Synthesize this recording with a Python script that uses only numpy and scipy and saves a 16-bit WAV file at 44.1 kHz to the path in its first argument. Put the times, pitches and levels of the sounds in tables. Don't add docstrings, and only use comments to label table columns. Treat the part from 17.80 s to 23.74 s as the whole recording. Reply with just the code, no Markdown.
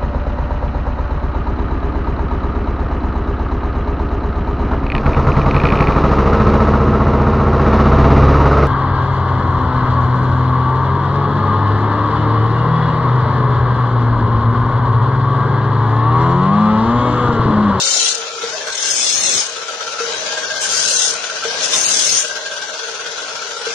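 import sys
import numpy as np
from scipy import signal
from scipy.io import wavfile
from scipy.ndimage import uniform_filter1d

SR = 44100
rng = np.random.default_rng(int(sys.argv[2]) if len(sys.argv) > 2 else 0)


def put_to_file(sound):
    columns = np.atleast_2d(sound).T
    safe = np.clip(columns, -1, 1)
    whole_steps = np.round(safe * 32767)
    wavfile.write(sys.argv[1], SR, whole_steps.astype(np.int16))


def natural_amplitude(level_db):
    exponent = np.asarray(level_db, float) / 20
    return 10 ** exponent


N = 261954
TIME = np.arange(N) / SR


def evened(x):
    return x / np.sqrt(np.mean(x.mean(0) ** 2) + 1e-20)


def steadied(x, size):
    power = uniform_filter1d(x ** 2, size=size)
    return evened(x / (power + .15 * np.mean(x ** 2)) ** .4)


def flicker(count, size):
    return evened(uniform_filter1d(rng.standard_normal((1, count)), size=size))


def read(points, hz):
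    f, value = np.transpose(points)
    return np.interp(np.log(hz + 1), np.log(f + 1), value)


def track(rows, column):
    rows = np.array(rows)
    return np.interp(TIME, rows[:, 0], rows[:, column])


def noise(gain, same, lean, patchy_db, size=2048, count=N):
    frames, hz = 4 * count // size + 5, np.fft.rfftfreq(size, 1 / SR)
    a, b, c, d, patches = rng.standard_normal((frames, len(hz), 5)).T
    patches = uniform_filter1d(patches, size=size // 200, axis=0)
    patches = uniform_filter1d(patches, size=12288 // size, axis=1)
    alike = np.clip(read(same, hz), -1, 1)[:, None]
    left = a + 1j * b
    lag = np.exp(-1j * 0.29 * np.minimum(hz / 1000, 1.6))[:, None]
    right = lag * alike * left + np.sqrt(1 - alike ** 2) * (c + 1j * d)
    z = np.array([left, right]) * gain(hz)[:, None] * natural_amplitude(patchy_db * patches / patches.std())
    z = z * natural_amplitude(np.array([.5, -.5])[:, None, None] * read(lean, hz)[:, None])
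    return evened(signal.istft(z, nperseg=size, noverlap=3 * size // 4)[1][:, :count])


def modes(table):
    f, width, db = np.transpose(table)
    return lambda hz: np.sqrt((natural_amplitude(2 * db) / (1 + (2 * (hz[:, None] - f) / width) ** 2) ** 1.42).sum(1))


def resonate(x, hz, width):
    turn, r = np.exp(2j * np.pi * np.cumsum(hz) / SR), np.exp(-np.pi * width / SR)
    return 2 * (turn * signal.lfilter([(1 - r) ** 2], [1, -2 * r, r * r], x / turn)).real


# (time [s], peak level [dB], frequency [Hz], T60 [s])
JOLTS = [
    (0.634, -6.5, 466, 0.19),
    (2.202, -8, 465, 0.44),
    (3.65, -6.5, 459, 0.28),
    (5.867, -7, 461, 0.19),
]


def surge():
    rows = np.array(JOLTS)
    lead_s, rise_s = 0.019, 0.011
    since = np.maximum(TIME - rows[:, :1] + lead_s, 0)
    length = 0.24 * rows[:, 3:] / 0.21
    return ((1 - np.exp(-since / rise_s)) * np.exp(-(since / length) ** 2)).sum(0)


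# (time [s], lift over the resting rattle [dB])
CLASHES = [(0.414, -1.0), (0.467, 0.5), (0.534, -6.5), (0.572, -2.5), (0.614, 5.5), (0.673, -3.5),
           (0.8, -4.0), (0.868, 8.5), (1.759, 1.5), (1.814, 3.5), (1.88, 9.0), (1.932, 4.0), (2.005, 5.0),
           (2.064, 2.5), (2.118, 5.0), (2.19, 3.5), (2.247, -6.0), (2.305, -3.5), (2.379, -0.5),
           (2.459, 4.0), (2.518, 2.5), (2.571, 5.0), (2.628, 2.5), (2.7, 3.5), (2.753, 3.0), (3.433, 1.5),
           (3.493, 2.5), (3.554, 3.5), (3.634, 5.5), (3.699, -5.0), (4.44, 7.0), (4.496, 6.5), (4.551, 9.5),
           (4.606, -1.0), (4.655, 4.0), (4.712, 5.5), (4.764, 6.5), (4.817, 4.5), (4.885, 1.5),
           (4.933, 5.0), (4.987, 4.5), (5.031, 1.0), (5.077, 1.5), (5.138, -1.0), (5.193, 4.0),
           (5.257, 5.5), (5.31, 1.0), (5.375, 3.5), (5.417, -1.0), (5.475, 1.5), (5.554, 1.0), (5.616, 4.0),
           (5.665, 1.0), (5.705, 2.5), (5.765, 2.5), (5.81, 1.0), (5.853, 4.0)]


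def rattle():
    rest, lift_gain = 0.67, 0.53
    t, hits = np.arange(4000) / SR, np.zeros(N)
    s, db = np.transpose(CLASHES)
    hits[(s * SR).astype(int)] = natural_amplitude(db)
    lift = signal.oaconvolve(hits, (1 - np.exp(-t / 0.003)) * np.exp(-(t / 0.026) ** 2))[:N]
    gain = rest + lift_gain * lift
    return gain / np.sqrt(uniform_filter1d(gain ** 2, size=8000))


# (frequency [Hz], density [dB per Hz])
RUMBLE = [(15, -53), (25, -53), (64, -6), (111, 3), (291, 3.5), (420, 6), (550, -59), (920, -120)]
# (time [s], load [0-1])
LOAD = [(0, 0.49), (.23, 0.61), (.45, 0), (.95, 0), (1.07, 0.69), (1.27, 0.53), (1.36, 0.84), (1.58, 1),
        (1.68, 0), (2.7, 0.5), (2.85, 0.62), (3.1, 0.67), (3.3, 0.68), (3.55, 0.4), (3.8, 0.65),
        (3.96, 0.85), (4.37, 0.76), (4.46, 0.09)]
# (frequency [Hz], left-right difference [dB])
LEAN = [(100, 0), (420, 3), (860, -2), (1400, 1.5), (3000, 4), (5000, 6.5), (6030, 13.5), (7300, 10.5),
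        (7950, -2), (8600, -6), (9500, -12), (11000, 14.5)]


def rumble():
    sound = noise(lambda hz: natural_amplitude(read(RUMBLE, hz)), [(60, .2), (400, .15)], LEAN, patchy_db=3.5, size=4096)
    return sound * natural_amplitude(-73.5 + np.maximum(39.5 * track(LOAD, 1), 28 * surge()))


def strain_db():
    return 5 * track(LOAD, 1) + 3.5 * surge()


# (frequency [Hz], density [dB per Hz])
ROAR = [(25, -76), (45, -49), (108, -23.5), (355, -19), (480, -6), (1010, -8.5), (1500, -7), (1900, -9),
        (3380, -6.5), (6050, -8), (7100, -13), (8000, -23.5), (8700, -18), (9800, -31.5), (13100, -65.5)]
# (frequency [Hz], left-right likeness [-1 to 1])
SAME = [(60, 1), (180, 0.96), (510, 0.52), (1490, 0.049), (4350, 0.21), (12700, -0.24)]


def roar():
    sound = noise(lambda hz: natural_amplitude(read(ROAR, hz)), SAME, LEAN, patchy_db=2.0)
    return sound * natural_amplitude(-29.5 + strain_db()) * natural_amplitude(1.3 * flicker(N, 70))


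# (frequency [Hz], width [Hz], level [dB])
BASE = [(410, 30, -10), (463, 22, 0), (560, 50, -9), (631, 22, -3), (845, 16, -12), (929, 14, -7),
        (1080, 35, -12)]
# (frequency [Hz], left-right likeness [0-1])
GUARD_SAME = [(400, 1), (1000, 0.82), (1600, 0.51), (3000, 0.52)]
# (time [s], contact [dB])
CONTACT = [(0, 0), (.6, -2), (.82, -3.5), (.89, 3.5), (.95, -1.5), (1.08, 5), (1.3, -12.5), (1.6, -0.5),
           (1.7, -3.5), (2.2, 5), (2.4, -3.5), (2.55, 5), (2.85, 8.5), (3.12, 5), (3.85, 2), (4.3, -0.5),
           (4.46, 4), (5.0, 0.5)]
BOOM_HOLD_S = .05


def drone():
    sound = noise(modes(BASE), GUARD_SAME, LEAN, patchy_db=5.0, size=4096)
    sound = sound / (uniform_filter1d(sound.mean(0) ** 2, size=2500) + 0.1) ** 0.3
    sound = sound * natural_amplitude(-35 - 8.5 * track(LOAD, 1) + 8.5 * surge() + 0.47 * track(CONTACT, 1))
    since = TIME - np.array(JOLTS)[:, :1]
    taken = np.exp(-((since - BOOM_HOLD_S / 2) / BOOM_HOLD_S) ** 4).sum(0)
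    return sound * (1 - .85 * taken)


# (time [s], gear mesh [Hz])
MESH = [(0, 1448), (.61, 1304), (.8, 1669), (1.25, 1553), (1.62, 1436), (2.17, 1362), (2.4, 1662),
        (2.8, 1591), (3.3, 1473), (3.62, 1475), (3.8, 1652), (4.42, 1603), (5.0, 1490), (5.84, 1393),
        (5.94, 1580)]
# (frequency [Hz], width [Hz], level [dB])
GUARD = [(1290, 22, -4), (1358, 24, 1), (1445, 14, -2), (1493, 12, -1), (1554, 14, 1), (1608, 14, 1),
         (1740, 50, -13)]


def whine():
    guard = noise(modes(GUARD), GUARD_SAME, LEAN, patchy_db=4.0, size=4096)
    sound = resonate(guard, track(MESH, 1), 285) + 0.29 * guard
    sound = sound / np.sqrt(uniform_filter1d(sound.mean(0) ** 2, size=4000))
    return sound * natural_amplitude(-32.5 + track(CONTACT, 1) + 1.5 * surge() - 5.5 * track(LOAD, 1))


# (multiple of the mesh [-], width [Hz], coasting level [dB], powered level [dB])
ORDERS = [(.385, 14, -43, -60), (2.0, 90, -52, -43), (2.52, 40, -52, -56)]


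def speed_lines(white):
    mesh_hz = track(MESH, 1)
    powered = uniform_filter1d(1. * (np.gradient(mesh_hz) > 0), size=1500)
    lines = np.zeros((2, N))
    for multiple, width, coast_db, power_db in ORDERS:
        line = steadied(resonate(white, multiple * mesh_hz, width), size=1500)
        lines += natural_amplitude(coast_db + (power_db - coast_db) * powered) * line
    lines = lines * np.clip((mesh_hz - 1480) / 60, .2, 1)
    lines = lines * natural_amplitude(19.5 * np.exp(-(TIME / 0.19) ** 4))
    return lines * natural_amplitude(strain_db() - 2.5 * track(LOAD, 1) - 1.0)


# (time [s], frequency [Hz], level [dB])
GROAN = [
    (2.95, 1113, -65.5),
    (3.0, 1097, -45),
    (3.3, 1067, -45),
    (3.35, 1050, -57),
    (3.88, 1085, -65),
    (3.93, 1046, -35),
    (4.1, 1060, -40),
    (4.15, 1037, -68),
]


def groan(white):
    return natural_amplitude(track(GROAN, 2)) * steadied(resonate(white, track(GROAN, 1), 17), size=1500)


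def plate(white, clash):
    hz, width_hz = 3380, 400
    ring = evened(signal.lfilter(*signal.iirpeak(hz, hz / width_hz, SR), white))
    return natural_amplitude(-44.5) * ring * clash ** 2.5


def machine():
    clash = rattle()
    white = noise(np.ones_like, SAME, LEAN, patchy_db=2.0)
    shaken = roar() * clash ** 0.44 + drone() * clash ** 0.33 + whine() * clash
    return rumble() + shaken + speed_lines(white) + groan(white) + plate(white, clash)


# (time [s], peak level [dB], frequency [Hz], T60 [s])
TAKE_UP = [
    (0.611, -24.5, 1335, 0.186),
    (2.171, -22.5, 1330, 0.26),
    (3.622, -20, 1354, 0.15),
    (5.857, -22, 1366, 0.15),
]


def jolts():
    out, t = np.zeros((2, N + SR)), np.arange(SR // 2) / SR
    tail = .5
    for s, db, hz, t60 in JOLTS:
        boom = natural_amplitude(db - 9.0 - 60 * t / t60) * (1 - np.exp(-t / 0.0038)) * np.sin(2 * np.pi * hz * t)
        boom = boom * (tail + (1 - tail) * np.exp(-(t / BOOM_HOLD_S) ** 4))
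        boom = boom * (1 + 0.33 * np.cos(2 * np.pi * 24 * t))
        out[:, round(s * SR):][:, :len(t)] += boom * natural_amplitude([[1.8], [-1.8]])
    for s, db, hz, t60 in TAKE_UP:
        ring = np.sin(2 * np.pi * hz * t) + natural_amplitude(-9.5) * np.sin(4 * np.pi * hz * t)
        uneven_teeth = natural_amplitude(3.1 * flicker(len(t), 300))
        swell = natural_amplitude(db - 60 * t / t60) * (1 - np.exp(-t / 0.0013))
        out[:, round(s * SR):][:, :len(t)] += swell * ring * uneven_teeth
    return out[:, :N]


# (time [s], frequency [Hz], level [dB])
SQUEAL = [
    (.88, 5070, -60),
    (.93, 5070, -35),
    (1.12, 5080, -25),
    (1.32, 5118, -25),
    (1.45, 5120, -29),
    (1.62, 5120, -31),
    (1.72, 5120, -55),
]


def squeal():
    drift = uniform_filter1d(rng.standard_normal((N, 2)).T, size=900)
    pitch, level = (evened(row[None])[0] for row in drift)
    turns = np.cumsum(track(SQUEAL, 1) + 6 * pitch) / SR
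    start, end = SQUEAL[0][0], SQUEAL[-1][0]
    on = abs(TIME - (start + end) / 2) < (end - start) / 2
    return on * natural_amplitude(track(SQUEAL, 2) + 3 * level + [[3.5], [-3.5]]) * np.sin(2 * np.pi * turns)


# (time [s], pressure [dB], relative level of the lower grit [dB])
PRESS = [
    [(0.0, -23.5, -1), (0.274, -20, -4), (0.32, -23.5, -18), (0.374, -35.5, -12), (0.45, -52, -20)],
    [(0.85, -51, -1), (.92, -32.5, 2.5), (1.108, -19.5, -4), (1.14, -22, -9), (1.19, -20, -3.5),
     (1.298, -22.5, 4), (1.345, -20, -6), (1.6, -19.5, -2), (1.75, -47, -3.5)],
    [(2.795, -44, -10), (2.812, -23.5, -2), (2.844, -20.5, -7), (2.886, -26.5, -2.5), (2.912, -21, -3),
     (3.23, -17.5, -3), (3.296, -19, -9), (3.352, -32.5, -23), (3.42, -54, -15)],
    [(3.79, -41, 7), (3.846, -19, 0.5), (3.89, -30.5, -6.5), (3.944, -19, 4.5), (4.012, -20, -25),
     (4.045, -18.5, -1.5), (4.33, -17.5, -7), (4.385, -15.5, -4), (4.54, -42, -1)],
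]
# (frequency [Hz], density [dB per Hz])
GRIT = [(1060, -99), (1800, -17), (2270, -17), (2710, -12.5), (2920, -9.5), (4200, -7), (4800, -8.5),
        (5180, 0), (5400, -2.5), (6430, 0), (8110, -10), (8960, -10), (13100, -31.5)]
# (frequency [Hz], width [Hz], level [dB])
RING_A = [(2710, 39, -10), (3100, 41, -6), (3600, 40, -6), (4050, 110, -5), (4480, 120, -6), (5150, 46, -3),
          (5360, 31, -7), (5750, 39, 0), (6240, 88, -6), (6810, 55, -5), (7030, 26, -4), (7610, 46, -8),
          (7780, 33, -17), (8740, 89, -13)]
RING_B = [(3590, 130, -14), (4180, 60, -12), (4335, 21, -8), (5078, 30, -7), (5118, 12, -5), (5340, 35, -7),
          (5765, 55, -4), (6235, 30, -5), (6510, 160, -5), (7620, 50, -9), (7770, 20, -4), (8690, 85, -14)]
RING_C = [(2750, 56, -8), (3180, 52, -7), (3930, 62, -5), (4330, 40, -7), (4570, 97, -7), (4820, 43, -8),
          (5070, 49, -2), (5370, 87, -5), (5660, 35, -4), (6020, 26, -2), (6370, 150, 0), (7550, 88, -10),
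          (8010, 120, -13), (8760, 150, -10)]
RING_D = [(2710, 140, -9), (3080, 26, -10), (3420, 180, -11), (4320, 54, -6), (4530, 87, -8),
          (5080, 73, -1), (5340, 47, -2), (5720, 63, -1), (6350, 250, 0), (6570, 21, -1), (7900, 51, -10),
          (8700, 250, -10), (8960, 33, -10)]
RING_DB = [4.5, 1, -1.5, -1.5]
# (frequency [Hz], left-right likeness [0-1])
CUT_SAME = [(60, 0.45), (230, 0.54), (870, 0.11), (3330, 0.077), (12700, 0.02)]
# (frequency [Hz], left-right difference [dB])
CUT_LEAN = [(100, 9), (1400, 3), (4100, 3), (6030, 9.5), (7300, 11), (7950, -3.5), (8700, -11.5),
            (9500, -2), (11000, -0.5)]


def grinding():
    out = np.zeros((2, N))
    teeth = 42
    turn = 2 * np.pi * (np.cumsum(track(MESH, 1)) / teeth / SR + 0.21)
    bump = np.cos(turn) + .4 * np.cos(2 * turn)
    lower = lambda hz: 1 / (1 + (hz / 4800) ** 16)
    crowd_db = 2.5 * uniform_filter1d(rng.standard_normal(1025), size=2)
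    grit = lambda hz: natural_amplitude(read(GRIT, hz) + crowd_db[::1024 // (len(hz) - 1)])
    low = noise(lambda hz: grit(hz) * np.sqrt(lower(hz)), CUT_SAME, CUT_LEAN, patchy_db=4.0, size=1024)
    high = noise(lambda hz: grit(hz) * np.sqrt(1 - lower(hz)), CUT_SAME, CUT_LEAN, patchy_db=2.0)
    grain = natural_amplitude(1.6 * flicker(N, 45))
    firm_db, chatter_per_db = -26.5, 1.65
    for rows, ring, ring_db in zip(PRESS, [RING_A, RING_B, RING_C, RING_D], RING_DB):
        a, b = round(rows[0][0] * SR), round(rows[-1][0] * SR)
        tube = noise(modes(ring), CUT_SAME, CUT_LEAN, patchy_db=2, size=4096, count=b - a)
        tube = np.pad(natural_amplitude(ring_db) * tube, ((0, 0), (a, N - b)))
        sound = (high + low * natural_amplitude(track(rows, 2)) + tube) * grain
        press_db = track(rows, 1)
        bump_db = np.clip(chatter_per_db * (firm_db - press_db), 1.2, 4)
        sound = sound * natural_amplitude(press_db - 2.0 + bump_db * bump)
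        since = np.arange(a, b) - a + (a < 1) * SR
        fade = np.minimum(1, np.minimum(since, b - np.arange(a, b)) / 500)
        out[:, a:b] += sound[:, a:b] * fade
    return out


def scene():
    return machine() + jolts() + squeal() + grinding()


# (frequency [Hz], share dropped left [0-1], share dropped right [0-1])
DROPPED = [(1500, 0, 0), (1900, .24, .24), (2600, .23, .23), (3000, .12, .12), (3500, .17, .17),
           (4200, .21, .21), (4500, .12, .12), (4800, .34, .34), (5300, .02, .06), (7000, .03, .2),
           (7500, .4, .3), (7800, .7, .66), (8100, .72, .66), (8400, .62, .05), (9400, .7, .1),
           (9900, .82, .8), (11000, .74, .8), (11800, .89, .9), (12600, .94, .95), (13200, .97, .97)]


def thinned(x):
    window = signal.windows.cosine(2048)
    hz, _, z = signal.stft(x, SR, window, nperseg=2048, noverlap=1024)
    power = abs(z) ** 2 + 1e-30
    edges = np.r_[0:240:8, 240:1025:16]
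    widths = np.diff(np.r_[edges, 1025])
    band = np.add.reduceat(power, edges, axis=1) / widths[:, None]
    reach = natural_amplitude(-.15 * abs(np.arange(-200, 201)))
    neighbours = signal.fftconvolve(power.mean(0), reach[:, None], "same", axes=0)[edges + widths // 2]
    need = np.log(band / abs(neighbours))
    middle = (abs(hz[edges] - 3800) < 1300)[:, None]
    need = need - .2 * np.log(power.mean((0, 1))) * middle
    shared, own = rng.standard_normal(band.shape[::-1]).T
    chance = uniform_filter1d(np.array([shared, .9 * shared + .44 * own]), size=3, axis=2)
    need = uniform_filter1d(need, size=2, axis=2) + np.clip(hz[edges] / 2000, 1.7, 2.5)[:, None] * chance
    rank = need.argsort(2).argsort(2) / need.shape[2]
    f, *shares = np.transpose(DROPPED)
    share = np.array([np.interp(hz[edges], f, s) for s in shares])[..., None]
    z = z * np.repeat((rank >= share) / np.sqrt(1 - .8 * share), widths, axis=1)
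    floor = natural_amplitude(np.where(hz > 9700, 1, -5))[:, None] * np.repeat(band, widths, axis=1)
    z = z * (power > floor * (hz > 1750)[:, None])
    return signal.istft(z, SR, window, nperseg=2048, noverlap=1024)[1][:, :N]


def roll_off(x):
    return signal.sosfilt(signal.butter(12, 13290, fs=SR, output="sos"), x)


def record(dry):
    top, knee = .74, .5
    over = np.maximum(abs(dry) - knee, 0)
    limited = dry - np.sign(dry) * (over - (top - knee) * np.tanh(over / (top - knee)))
    mix = np.clip(thinned(limited), -.88, .88)
    return roll_off(mix)


dry = scene()
out = record(dry)
put_to_file(out)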